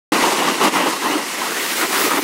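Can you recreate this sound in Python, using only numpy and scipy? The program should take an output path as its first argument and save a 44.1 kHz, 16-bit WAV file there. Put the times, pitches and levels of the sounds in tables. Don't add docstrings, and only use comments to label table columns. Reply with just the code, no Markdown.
import sys
import numpy as np
from scipy import signal
from scipy.fft import rfft, irfft, next_fast_len
from scipy.io import wavfile
from scipy.ndimage import uniform_filter1d, map_coordinates

SR = 44100
rng = np.random.default_rng(int(sys.argv[2]) if len(sys.argv) > 2 else 0)


def decibels_to_gain(level_db):
    exponent = np.asarray(level_db, float) / 20
    return 10 ** exponent


def digitize_waveform(pressure):
    field = np.atleast_2d(pressure).T
    bounded = np.clip(field, -1, 1)
    quanta = np.round(bounded * 32767).astype(np.int16)
    wavfile.write(sys.argv[1], SR, quanta)


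N = 98739


def unit(x):
    return x / np.sqrt(np.mean(x ** 2) + 1e-20)


def along(points, hz):
    f, v = np.transpose(points)
    return np.interp(np.log(hz + 1), np.log(f + 1), v)


def curve(rows):
    s, *columns = np.transpose(rows)
    return [np.interp(np.arange(N) / SR, s, column) for column in columns]


def wobble(rate):
    knots = rng.standard_normal(int(N * rate / SR) + 4)
    return map_coordinates(knots, [np.arange(N) * rate / SR])


def filtered(x, response):
    m = next_fast_len(N + SR // 2)
    return irfft(rfft(x, m) * response(np.fft.rfftfreq(m, 1 / SR)), m)[..., :N]


def patchy(x, patchy_db):
    z = signal.stft(x, nperseg=512)[2]
    field = uniform_filter1d(rng.standard_normal(z.shape), size=6, axis=0)
    field = uniform_filter1d(field, size=8, axis=1)
    return signal.istft(z * decibels_to_gain(patchy_db * unit(field)), nperseg=512)[1][:N]


def grains(per_s, spread_db):
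    breaks = rng.random(N) < per_s / SR
    size = np.minimum(rng.exponential(size=N), 2)
    sign = np.tanh(rng.standard_normal(N))
    return unit(breaks * decibels_to_gain(spread_db * size) * sign)


def jolts():
    # t/s, level/dB
    pushes = [
        (0.125, -44),
        (0.225, -36),
    ]
    jolt_s, wind_hz, wind_db, gusty_db = 0.0025, 120, -72, 2
    t = np.arange(N) / SR
    wind = unit(filtered(rng.standard_normal(N), lambda f: f / (1 + (f / wind_hz) ** 6)))
    pressure = sum(decibels_to_gain(db) * np.exp(-((t - s) / jolt_s) ** 2) for s, db in pushes)
    return pressure + decibels_to_gain(wind_db + gusty_db * wobble(11.6)) * wind


def spray(uneven_db):
    # t/s, level/dB, finest dust/dB
    thrown = [(0.12, -25.5, -17), (0.49, -27, -17.5), (0.57, -30.5, -19), (0.65, -23, -15),
              (0.71, -32, -18), (0.74, -27.5, -15.5), (0.99, -30.5, -16), (1.09, -28.5, -12),
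              (1.24, -31, -14.5), (1.81, -26, -8), (1.91, -28.5, -10), (1.95, -23, -9), (2.0, -22.5, -4.5),
              (2.16, -26, -9), (2.21, -34.5, -1), (2.23, -27.5, -12)]
    # f/Hz, level per Hz/dB
    fizz = [(880, -14), (1500, -5.5), (2140, -2), (2800, -5), (9650, -10), (14500, -13), (16000, -14)]
    crystals_per_s, spread_db, crystal_db = 4000, 4, -9.5
    spray_db, dust_hz, fine_db = 2.5, 11400, 8.5
    impacts = rng.standard_normal(N) + decibels_to_gain(crystal_db) * grains(crystals_per_s, spread_db)
    hiss = unit(filtered(patchy(impacts, patchy_db=1.0), lambda hz: decibels_to_gain(along(fizz, hz))))
    dust = filtered(hiss, lambda f: 1 / (1 + (dust_hz / (f + 1)) ** 8))
    level_db, dust_db = curve(thrown)
    gain = decibels_to_gain(level_db + spray_db + uneven_db + 0.75 * wobble(19.83))
    return gain * (hiss + (decibels_to_gain(dust_db + fine_db) - 1) * dust)


def ring(t, hz, t60_s, rise_s):
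    return decibels_to_gain(-60 * t / t60_s) * (1 - np.exp(-t / rise_s)) * np.sin(2 * np.pi * hz * t)


def bumps():
    # t/s, thud level/dB, knock level/dB, knock f/Hz
    ridges = [(0.118, -3.5, -21, 896), (0.186, -8, -11, 940), (0.236, -14, -9.5, 960),
              (0.319, -17, -13, 930), (0.479, -22, -8.5, 1150), (0.61, -25, -17, 840),
              (0.634, -16, -11.5, 826), (0.651, -8.5, -15, 1140), (0.669, -26, -9.5, 1184),
              (0.756, -15, -15, 1037), (0.86, -25, -14.5, 820), (1.059, -13, -14, 840),
              (1.098, -9, -15, 920), (1.153, -6, -18, 1370), (1.417, -20, -19, 1040),
              (1.814, -26, -21, 1280), (1.949, -20, -28, 1260), (1.977, -17, -29, 802),
              (2.039, -9.5, -19, 1290), (2.138, -10, -21, 1210), (2.189, -14, -24, 520),
              (2.222, -14, -41, 500)]
    thud_hz, trim_db, knock_trim_db = 302, -3.5, 2
    out, t = np.zeros(N + SR), np.arange(SR // 8) / SR
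    for s, thud_db, knock_db, knock_hz in ridges:
        hz = thud_hz * (1 + 0.03 * rng.standard_normal())
        thud = decibels_to_gain(thud_db + trim_db) * ring(t, hz, t60_s=0.07, rise_s=0.0019)
        knock = decibels_to_gain(knock_db + knock_trim_db) * ring(t, knock_hz, t60_s=0.035, rise_s=0.0012)
        out[round(s * SR):][:len(t)] += thud + knock
    return out[:N]


def edge(uneven_db):
    # t/s, f/Hz, level/dB
    bites = [
        (1.33, 1898, -39),
        (1.405, 2205, -34),
        (1.43, 1050, -35),
        (1.52, 1384, -29),
        (1.6, 2100, -30),
        (1.681, 1099, -39),
        (1.76, 2000, -36),
        (1.805, 2140, -29),
        (1.85, 745, -36),
        (1.901, 695, -48),
    ]
    width_hz, edge_db, fade_s = 370, -1.5, 0.075
    s, hz, db = np.transpose(bites)
    t = np.arange(N) / SR
    a, b = filtered(rng.standard_normal((2, N)), lambda f: 1 / (1 + (2 * f / width_hz) ** 2))
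    phase = 2 * np.pi * np.cumsum(np.interp(t, s, hz)) / SR
    song = unit(a * np.cos(phase) + b * np.sin(phase))
    fade = np.clip((t - s[0]) / fade_s + 1, 0, 1)
    return fade * decibels_to_gain(np.interp(t, s, db) + edge_db + uneven_db) * song


def deck(f, modes):
    response = 0
    for k, (centre, width, db) in enumerate(modes):
        damping = 1j * f * width
        response = response + (-1) ** k * decibels_to_gain(db) * damping / (centre * centre - f * f + damping)
    return response


def scrape(uneven_db):
    # t/s, level/dB
    pressing = [(0.125, -15), (0.15, -20), (0.33, -19), (0.37, -22), (0.48, -16.5), (0.57, -29.5),
                (0.61, -17), (0.675, -16), (0.708, -28.5), (0.76, -19), (0.87, -19), (0.98, -33),
                (1.06, -20.5), (1.2, -24), (1.25, -30), (1.34, -31), (1.43, -26.5), (1.75, -30.5),
                (1.8, -26),
        (1.84, -22.5),
        (1.882, -29),
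        (1.93, -23),
        (2.02, -20.5),
        (2.192, -22.5),
        (2.208, -36),
        (2.222, -28),
        (2.235, -24.5),
    ]
    # f/Hz, width/Hz, level/dB
    flat_modes = [(283.5, 115, 1.5), (370, 325, -4), (955, 305, -4.5), (1160, 336, -5), (1980, 137, -8.5),
                  (2810, 330, -14.5)]
    # f/Hz, width/Hz, level/dB
    bent_modes = [(285, 100, -3), (382, 157, 0), (984, 200, -5), (1305, 250, -3.5), (2000, 290, -8.5),
                  (2900, 330, -14)]
    # f/Hz, level per Hz/dB
    between = [(82, -26), (140, 0), (289, -6), (624, -10), (938, -5), (1630, -16.5), (6000, -29.5),
               (7800, -74), (13200, -120)]
    crusts_per_s, spread_db, between_db, scrape_db = 2500, 3, -1, 1
    turn_s, turn_takes_s = 1.37, 0.31
    crusts = patchy(grains(crusts_per_s, spread_db), patchy_db=3)
    flat = unit(filtered(crusts, lambda f: deck(f, flat_modes)))
    bent = unit(filtered(crusts, lambda f: deck(f, bent_modes)))
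    turn = np.clip((np.arange(N) / SR - turn_s) / turn_takes_s + 0.5, 0, 1)
    envelope = between + [(9000, -60)]
    wide = unit(filtered(rng.standard_normal(N), lambda hz: decibels_to_gain(along(envelope, hz))))
    load_db, = curve(pressing)
    board = unit((1 - turn) * flat + turn * bent + decibels_to_gain(between_db) * wide)
    return decibels_to_gain(load_db + scrape_db + uneven_db) * board


def scene():
    chatter_db, tremble_db, shared = -0.01, 1.5, 0.43
    uneven_db = chatter_db * wobble(13.23) + tremble_db * wobble(60)
    return (spray(shared * uneven_db) + bumps() + edge(uneven_db) + scrape(uneven_db))[None]


def thinned(x):
    # f/Hz, level/dB
    mute_db = [(9000, -90), (11500, -73), (16000, -68)]
    hz, _, z = signal.stft(x, SR, nperseg=2048)
    strength = uniform_filter1d(np.abs(z), size=4, axis=1)
    treble = hz > mute_db[0][0]
    threshold = decibels_to_gain(along(mute_db, hz)) * treble
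    return signal.istft(z * (strength > threshold[:, None]), SR, nperseg=2048)[1][..., :N]


def bass_cut(f):
    cut_hz, leak_db = 174, -18.5
    s = 1j * f
    return s ** 3 / (s ** 3 + 2 * s ** 2 * cut_hz + 2 * s * cut_hz ** 2 + cut_hz ** 3) + decibels_to_gain(leak_db)


def top_cut(x):
    return signal.sosfilt(signal.butter(12, 16510, fs=SR, output="sos"), x)


def record(dry):
    top, knee, top_hz = 0.55, 3, 15780
    start_s, rise_s = 0.1198, 0.0012
    x = filtered(dry, bass_cut)
    x = x / (1 + np.abs(x / top) ** knee) ** (1 / knee)
    x = filtered(thinned(x), lambda f: bass_cut(f) * (f < top_hz)) + jolts()
    start = np.clip((np.arange(N) / SR - start_s) / rise_s, 0, 1)
    return top_cut(x * start)


dry = scene()
out = record(dry)
digitize_waveform(out)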